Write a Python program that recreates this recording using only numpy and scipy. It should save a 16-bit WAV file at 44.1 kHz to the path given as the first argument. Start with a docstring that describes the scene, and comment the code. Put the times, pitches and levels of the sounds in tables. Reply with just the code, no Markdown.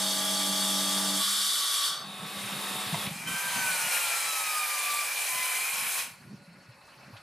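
"""Outdoors, a wet tile saw. It grinds under load, the blade runs out ringing and idles in its spray,
stone knocks on the tray, then a second, shriller cut drags the shaft speed down and ends. Grit under
the rim hisses and rings the blade; motor, belt and rim slots hum at multiples of the shaft speed.
Wind buffets the microphone ports, and a far hum with faint tones is left."""
import sys
import numpy as np
from scipy import signal
from scipy.fft import rfft, irfft, next_fast_len
from scipy.io import wavfile

SR = 44100
rng = np.random.default_rng(int(sys.argv[2]) if len(sys.argv) > 2 else 0)


def persist_wave(psi):
    """Save psi, clipped to +-1, as 16-bit WAV."""
    counts = np.round(np.clip(psi, -1, 1) * 32767).astype(np.int16)
    wavfile.write(sys.argv[1], SR, np.atleast_2d(counts).T)


N = 318402
TIME = np.arange(N) / SR
IDLE, SECOND_CUT = 2, 3   # saw stages; 0 is the first cut, 1 the run-out
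# shaft speed: t/s, speed/(turns/s)
SHAFT_SPEED = [(1.18, 48.83), (1.24, 49.66), (1.9, 49.68), (2.1, 49.85), (3.08, 49.85), (3.27, 64.3),
               (3.45, 65.5), (3.6, 64.0), (4.05, 57.7), (4.5, 52.0), (4.85, 48.8), (5.26, 49.2),
               (5.29, 42.3), (5.55, 42.4), (5.7, 45), (6.2, 45.2)]
# grinding envelope, per stage: t/s, level/dB
GRINDING = [
    [(0, -27.5), (1.2, -29.5)],
    [(1.2, -27.5), (1.88, -28), (1.97, -36), (2.06, -45)],
    [(2.06, -43), (2.4, -35.5), (3.04, -32.5), (3.1, -38.5)],
    [(3.1, -39), (3.26, -39), (3.285, -33.5), (3.65, -30), (3.9, -29.5), (3.925, -26.5), (4.1, -29),
     (5.62, -28.5), (5.73, -30), (6.0, -28.5), (6.08, -40), (6.17, -56.5), (6.45, -74)],
]


def amp(db):
    """dB to gain."""
    return 10 ** (np.asarray(db) / 20)


def unit_rms(x):
    """Scale to rms 1."""
    return x / np.sqrt(np.mean(x ** 2) + 1e-20)


def at_time(points, t, **ends):
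    """Read a curve on a linear time axis."""
    return np.interp(t, *np.transpose(points), **ends)


def at_hz(points, hz):
    """Read a spectrum on a log-frequency axis."""
    points_hz, values = np.transpose(points)
    return np.interp(np.log(hz), np.log(points_hz), values)


def drift(rate_hz, size):
    """Slow random wander, rms about 1: coarse noise through a double one-pole low-pass."""
    hop, settle = 40, 2000
    r = np.exp(-2 * np.pi * rate_hz * hop / SR)
    slow = signal.lfilter([1], [1, -2 * r, r * r], rng.standard_normal(size // hop + settle + 2))[settle:]
    return np.interp(np.arange(size) / hop, np.arange(len(slow)), unit_rms(slow))


def bandpass(x, hz, width_hz):
    """Two-pole band-pass, peak gain 1."""
    r = np.exp(-np.pi * width_hz / SR)
    poles = [1, -2 * r * np.cos(2 * np.pi * hz / SR), r * r]
    return signal.lfilter([1, 0, -1], poles, x) * (1 - r * r) / 2


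def resonance(x, hz, width_hz):
    """Band-pass scaled to rms 1."""
    return unit_rms(bandpass(x, hz, width_hz))


def spread(mid, side, hz):
    """Left and right from a shared and an opposed part."""
    # left-right likeness: f/Hz, correlation
    likeness = [(40, 1), (500, 0.97), (1500, 0.84), (8000, 0.89), (13000, 0.73)]
    # balance: f/Hz, left minus right/dB
    lean = [(700, -0.7), (2500, 0.3)]
    alike, sign = at_hz(likeness, hz), np.array([[1], [-1]])
    pair = np.sqrt((1 + alike) / 2) * mid + np.sqrt((1 - alike) / 2) * side * sign
    return amp(sign * at_hz(lean, hz) / 2) * pair


def coloured(white, spectrum, flicker_db, tilt_db_oct):
    """Shape two noises to a spectrum, in overlapping half-octave stereo bands that flicker."""
    size = white.shape[-1]
    padded = next_fast_len(size)
    bins_hz = np.arange(1, padded // 2 + 2) * SR / padded
    shaped = rfft(white, padded) * amp(at_hz(spectrum, bins_hz))
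    out, common = 0, drift(1.07, size)
    for hz in 45 * 2 ** np.arange(0, 9, .5):
        share = np.cos(np.pi * np.clip(np.log2(bins_hz / hz), -.5, .5)) ** 2   # neighbours sum to 1
        band = irfft(shaped * share, padded)[:, :size]
        gain_db = tilt_db_oct * np.log2(max(hz, 800) / 3000)
        gain_db += flicker_db * (.89 * common + drift(17, size))
        out = out + amp(gain_db) * spread(*band, hz)
    return out / np.std(irfft(shaped[0], padded))


def rim_grit(stage, turns):
    """Grit under the rim: partly fresh, partly the same bumps each turn."""
    # repeating share of the power, per stage
    repeat = [.5, .45, .35, .65]
    count = 1200
    bumps = rng.standard_normal((2, 2, count))
    under = (turns % 1 * count).astype(int)
    wear_rad = 2.25 * drift(.393, len(turns))   # one bump pattern wears into another
    same = np.cos(wear_rad) * bumps[0][:, under] + np.sin(wear_rad) * bumps[1][:, under]
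    fresh = rng.standard_normal((2, len(turns)))
    return np.sqrt(repeat[stage]) * same + np.sqrt(1 - repeat[stage]) * fresh


def grit_hiss(stage, grit, speed_hz, drop_db):
    """Grit and spray hiss: duller as the grinding drops, brighter as the second cut slows the shaft."""
    # hiss spectrum, per stage: f/Hz, relative density/dB
    spectra = [
        [(60, -36), (150, -11), (400, -6.5), (1000, -4), (2600, -7.5), (3300, -1), (5900, -4.5), (10500, -6),
         (15000, -19.5)],
        [(100, -52), (300, -22.5), (1000, -15.5), (1300, -6.5), (2600, -12), (3300, 0.5), (5900, -6),
         (10500, -5), (15000, -21)],
        [(80, -52), (250, -8), (450, -5.5), (800, -3.5), (3000, -4), (6000, -10.5), (11000, -8.5),
         (15000, -18.5)],
        [(100, -58), (400, -8), (850, 4), (2300, 6), (3000, 4), (6500, 1.5), (10500, 4.5), (15000, -4.5)],
    ]
    # treble tilt at full grinding level, per stage: dB/oct
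    full_tilt = [1, 0.2, 0.14, 0.38]
    # tilt lost per dB of drop, per stage: dB/oct/dB
    dulling = [.05, 0.68, 0.21, 0.15]
    last = stage == SECOND_CUT
    labour_db_oct = last * .0413 * (speed_hz.mean() - speed_hz)
    tilt_db_oct = full_tilt[stage] + labour_db_oct - dulling[stage] * np.minimum(drop_db, 15)
    return amp(-2.5) * coloured(grit, spectra[stage], 1.13 + .25 * last, tilt_db_oct)


def idle_swell_db(stage, t, hz):
    """At idle the ring near one pitch swells, then passes from just above it to just below."""
    pivot_hz, peak_s, slope_db_s = 3550, 2.82, 11
    if stage != IDLE or abs(pivot_hz - hz) >= 350:
        return 0
    swell_db = 2 - slope_db_s * np.abs(np.maximum(t, 2.4) - peak_s)
    handover_db = 2 * np.tanh((t - peak_s) / .08)
    return swell_db + np.sign(pivot_hz - hz) * handover_db


def blade_ring(stage, t, grit, drop_db):
    """Grit drives the blade modes; each waxes and wanes."""
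    # blade modes: f/Hz, width/Hz, then relative level/dB in each of the four stages
    modes = [(1143.6, 18, -44, -15, -23, -44), (2338, 12, -58, -46, -47, -15),
             (2392, 18, -60, -49, -40, -14.5), (2494, 16, -51, -42, -40, -19),
             (3311, 14, -18, -30, -40, -50), (3368, 18, -15, -21, -26, -57), (3470, 14, -19, -19, -28, -56),
             (3580, 14, -19, -19, -28, -50), (3730, 90, -18, -18, -21, -46), (4495, 55, -13, -16, -27, -40),
             (5300, 60, -21, -26, -32, -30), (5615, 20, -28, -21, -36, -45), (6175, 45, -18, -20, -32, -48),
             (9530, 360, -29, -37, -24, -24)]
    # higher, weaker modes: f/Hz
    upper_hz = [7840, 8400, 8400, 9240, 11500, 12740]
    upper_modes = [(hz, 250, -31, -29, -38, -35) for hz in upper_hz]
    held_db = .26 * drop_db * (stage != SECOND_CUT)   # the ring drops less than the grinding
    out = 0
    for hz, width_hz, *stage_db in modes + upper_modes:
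        level_db = stage_db[stage] + idle_swell_db(stage, t, hz) + held_db + 1.7 * drift(3, len(t))
        out += amp(level_db) * spread(*[resonance(g, hz, width_hz) for g in grit], hz)
    return out


def shaft_hum(stage, t, turns, mean_speed_hz, drop_db):
    """Motor, belt and rim slots hum at shaft multiples; the slot tones flare as the blade bites."""
    # hum lines, per stage: shaft multiple, level re grinding/dB
    lines = [
        [(4, -15), (6, -22.5), (12, -25.5), (13, -19), (17, -17.5), (24, -16), (26, -25), (34, -26)],
        [(4, -19), (70, -18), (26, -24), (30, -26), (77, -19), (87, -22), (89, -19), (91, -20), (101, -22)],
        [(4, -18), (15, -21), (18, -21), (22, -20), (23, -20), (26, -24), (51, -22), (54, -22.5), (68, -19),
         (70, -22), (72, -22), (74, -17), (75, -21), (78, -21), (85, -25)],
        [(15, -15.5), (17, -19), (19, -19), (24, -10.5), (48, -16), (72, -20), (96, -23)],
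    ]
    # slot-tone squeal in the second cut, other lines follow only its dips: t/s, gain/dB
    squeal = [(3.25, -14), (3.28, 4), (3.44, 2), (3.7, 5), (3.77, -2), (4.2, -4), (4.42, 2), (4.56, 3),
              (4.82, -4), (4.9, 3), (5.03, 3), (5.08, -14), (5.26, -14), (5.32, -1), (6.0, -12)]
    # share of a grinding drop that the hum does not follow, per stage
    hold = [0.12, 0.38, 0.74, 0.082]
    # fade of the low multiples, per stage: dB/s (negative grows)
    fade_db_s = [-4.5, 45, -0.5, 5.5]
    # flutter depth, per stage: dB
    flutter_db = [1.5, 2.5, 2.5, 4.2]
    # slot-tone phase wander before and in the second cut: rad
    wander_rad = [.15, .55]
    slots, bite_s, bite_decay_s = 24, 3.272, .05
    last = stage == SECOND_CUT
    squeal_db = last * at_time(squeal, t)
    bite_db = 4 * (t > bite_s) * np.exp(-np.abs(t - bite_s) / bite_decay_s)
    out = 0
    for order, db in lines[stage]:
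        hz = order * mean_speed_hz
        level_db = db + hold[stage] * drop_db + idle_swell_db(stage, t, hz)
        level_db += squeal_db if order == slots else np.minimum(squeal_db, 0)
        if order < (slots if last else 10):
            level_db -= fade_db_s[stage] * (t - GRINDING[stage][0][0])
        if order % slots == 0:
            level_db += bite_db
        depth_db = flutter_db[stage] / (2 if last and order == slots else 1)
        level_db += depth_db * (.4 * drift(4, len(t)) + drift(14, len(t)))
        phase = 2 * np.pi * (order * turns + rng.random())
        phase += wander_rad[last] * order / slots * drift(20, len(t))
        out += np.sqrt(2) * amp(level_db) * spread(np.sin(phase), np.cos(phase), hz)
    return out


def guard(stage, x):
    """Sound off the blade guard cancels a few narrow bands, now more, now less."""
    # notches before and in the second cut: f/Hz
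    notches_hz = [
        [2570, 4150, 5850, 6620],
        [3550, 4610, 5540],
    ]
    filled = 2 if stage == IDLE else 0   # the lowest two fill in at idle
    for hz in notches_hz[stage == SECOND_CUT][filled:]:
        depth = np.clip(.68 + .2 * drift(4, x.shape[1]), 0, 1)
        x = x - depth * bandpass(x, hz, width_hz=230)
    return x


def saw():
    """Hiss, ring and hum of one turning blade; its four stages cross-fade at equal power."""
    fade_s = .04
    speed_hz = at_time(SHAFT_SPEED, TIME)
    turns = np.cumsum(speed_hz) / SR
    out = np.zeros((2, N))
    for stage, envelope in enumerate(GRINDING):
        start_s, end_s = envelope[0][0], envelope[-1][0]
        span = (TIME > start_s - fade_s) & (TIME < end_s + fade_s)
        t = TIME[span]
        level_db = at_time(envelope, t)
        drop_db = max(db for _, db in envelope) - level_db
        grit = rim_grit(stage, turns[span])
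        sound = grit_hiss(stage, grit, speed_hz[span], drop_db)
        sound += blade_ring(stage, t, grit, drop_db)
        sound += shaft_hum(stage, t, turns[span], speed_hz[span].mean(), drop_db)
        edge = np.clip(np.minimum(t - start_s, end_s - t) / fade_s + 1, 0, 2)
        edge[t < fade_s] = 2   # already cutting at t = 0
        out[:, span] += guard(stage, sound) * amp(level_db) * np.sin(np.pi / 4 * edge)
    return out


def far_machinery():
    """Steady far machinery and air, coming up as the recorder's automatic gain recovers after the saw."""
    # hum spectrum: f/Hz, relative density/dB
    spectrum = [(250, 2.5), (450, -1), (1000, 6.5), (2500, 2), (3300, -7.5), (4400, -3),
                (7000, -12.5), (10500, -11), (15000, -23)]
    # faint wavering tones: f/Hz, level at full gain/dB
    lines = [(565, -70), (1448, -71), (2605, -71), (4091, -74), (4430, -70), (5185, -79)]
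    white = rng.standard_normal((2, N))
    tones = sum(amp(db) * spread(*[resonance(w, hz, width_hz=22) for w in white], hz) for hz, db in lines)
    recorder_gain_db = at_time([(5.9, -2.5), (6.82, 0)], TIME)   # the recovery, as a timed ramp
    hum = coloured(white, spectrum, flicker_db=2.5, tilt_db_oct=-recorder_gain_db / 2)
    return amp(recorder_gain_db) * (amp(-56.5) * hum + tones)


def wind():
    """Lumpy low noise on the microphone ports, and gusts that push them into a few slow swings."""
    # steady wind: t/s, level/dB
    steady = [(1.85, -72), (2.0, -51.5), (2.9, -50.5), (3.6, -55), (4.3, -76.5), (5.5, -78), (5.8, -62),
              (7.22, -66)]
    # main gusts: t/s, peak/dB, swing f/Hz
    main_gusts = [(2.925, -26, 172), (3.071, -30.5, 149), (3.11, -32.5, 168), (3.157, -37.5, 196),
                  (6.216, -46.5, 168), (6.476, -45, 182), (6.683, -44, 133), (7.127, -43, 119)]
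    centre_hz, width_hz, floor_hz = 153, 115, 93
    rumble = [resonance(resonance(white, centre_hz, width_hz), centre_hz, 1.17 * width_hz)
              for white in rng.standard_normal((2, N))]
    rumble = signal.sosfilt(signal.butter(2, floor_hz, "high", fs=SR, output="sos"), rumble)
    out = spread(*rumble, centre_hz) * amp(at_time(steady, TIME, left=-100) + 7 * drift(4.8, N))
    when, pitch = rng.random((30, 2)).T   # small random gusts
    small_s = np.interp(when, [0, 1], [steady[0][0], N / SR])
    small_hz = np.interp(pitch, [0, 1], [115, 200])
    gusts = main_gusts + list(zip(small_s, at_time(steady, small_s) + 9, small_hz))
    t = np.arange(int(.2 * SR)) / SR
    for start_s, peak_db, hz in gusts:
        phase_turns, rise_s = rng.random(), rng.uniform(.0021, .0131)
        envelope = t / rise_s * np.exp(1 - t / rise_s)
        swing = np.sin(2 * np.pi * (hz * t * (1 - 2 * t) + phase_turns))   # slows as it dies
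        at = round(start_s * SR)
        out[:, at:at + len(t)] += (amp(peak_db) * envelope * swing)[:N - at]
    return out


def tray_knocks():
    """Stone on the tray: a short gritty contact rings the tray modes."""
    # knocks: t/s, level/dB, tilt/(dB/oct)
    knocks = [(2.944, -28.5, 0), (3.065, -37, 7), (6.892, -60, 1), (7.167, -53.5, 9.5)]
    # tray modes: f/Hz, level/dB, t60/s
    modes = [(690, 1, .05), (980, 1, .05), (2050, -4, .03), (2600, -4, .03), (3900, -7, .025)]
    out, t = np.zeros(N), np.arange(int(.15 * SR)) / SR
    for start_s, level_db, tilt_db_oct in knocks:
        contact = resonance(resonance(rng.standard_normal(len(t)), 2200, 2500), 2800, 3000)
        hit = contact * np.exp(-t / .019) * amp(-6 + tilt_db_oct)
        for hz, db, t60_s in modes:
            mode_db = db + tilt_db_oct * np.log2(hz / 1500) - 60 * t / t60_s
            hit += amp(mode_db) * np.sin(2 * np.pi * (hz * t + rng.random()))
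        at = round(start_s * SR)
        out[at:at + len(t)] += amp(level_db) * hit[:N - at]
    return out


def run_up_whine():
    """One shaft multiple slides up as the shaft speeds up before the blade bites."""
    order, start_s, end_s, edge_s = 15, 3.12, 3.25, .02
    turns = np.cumsum(at_time(SHAFT_SPEED, TIME)) / SR
    gate = np.clip(np.minimum(TIME - start_s, end_s - TIME) / edge_s + 1, 0, 1)
    return gate * amp(-48 + 3 * drift(16, N)) * np.sin(2 * np.pi * order * turns)


def scene():
    """All sources, in stereo."""
    return saw() + run_up_whine() + wind() + tray_knocks() + far_machinery()


def record(dry):
    """The microphone loses the deep bass; the top is cut steeply."""
    low_hz, top_hz = 70, 15600
    thin = signal.sosfilt(signal.butter(2, low_hz, "high", fs=SR, output="sos"), dry)
    return signal.sosfilt(signal.cheby2(24, 70, top_hz, fs=SR, output="sos"), thin)


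dry = scene()
out = record(dry)
persist_wave(out)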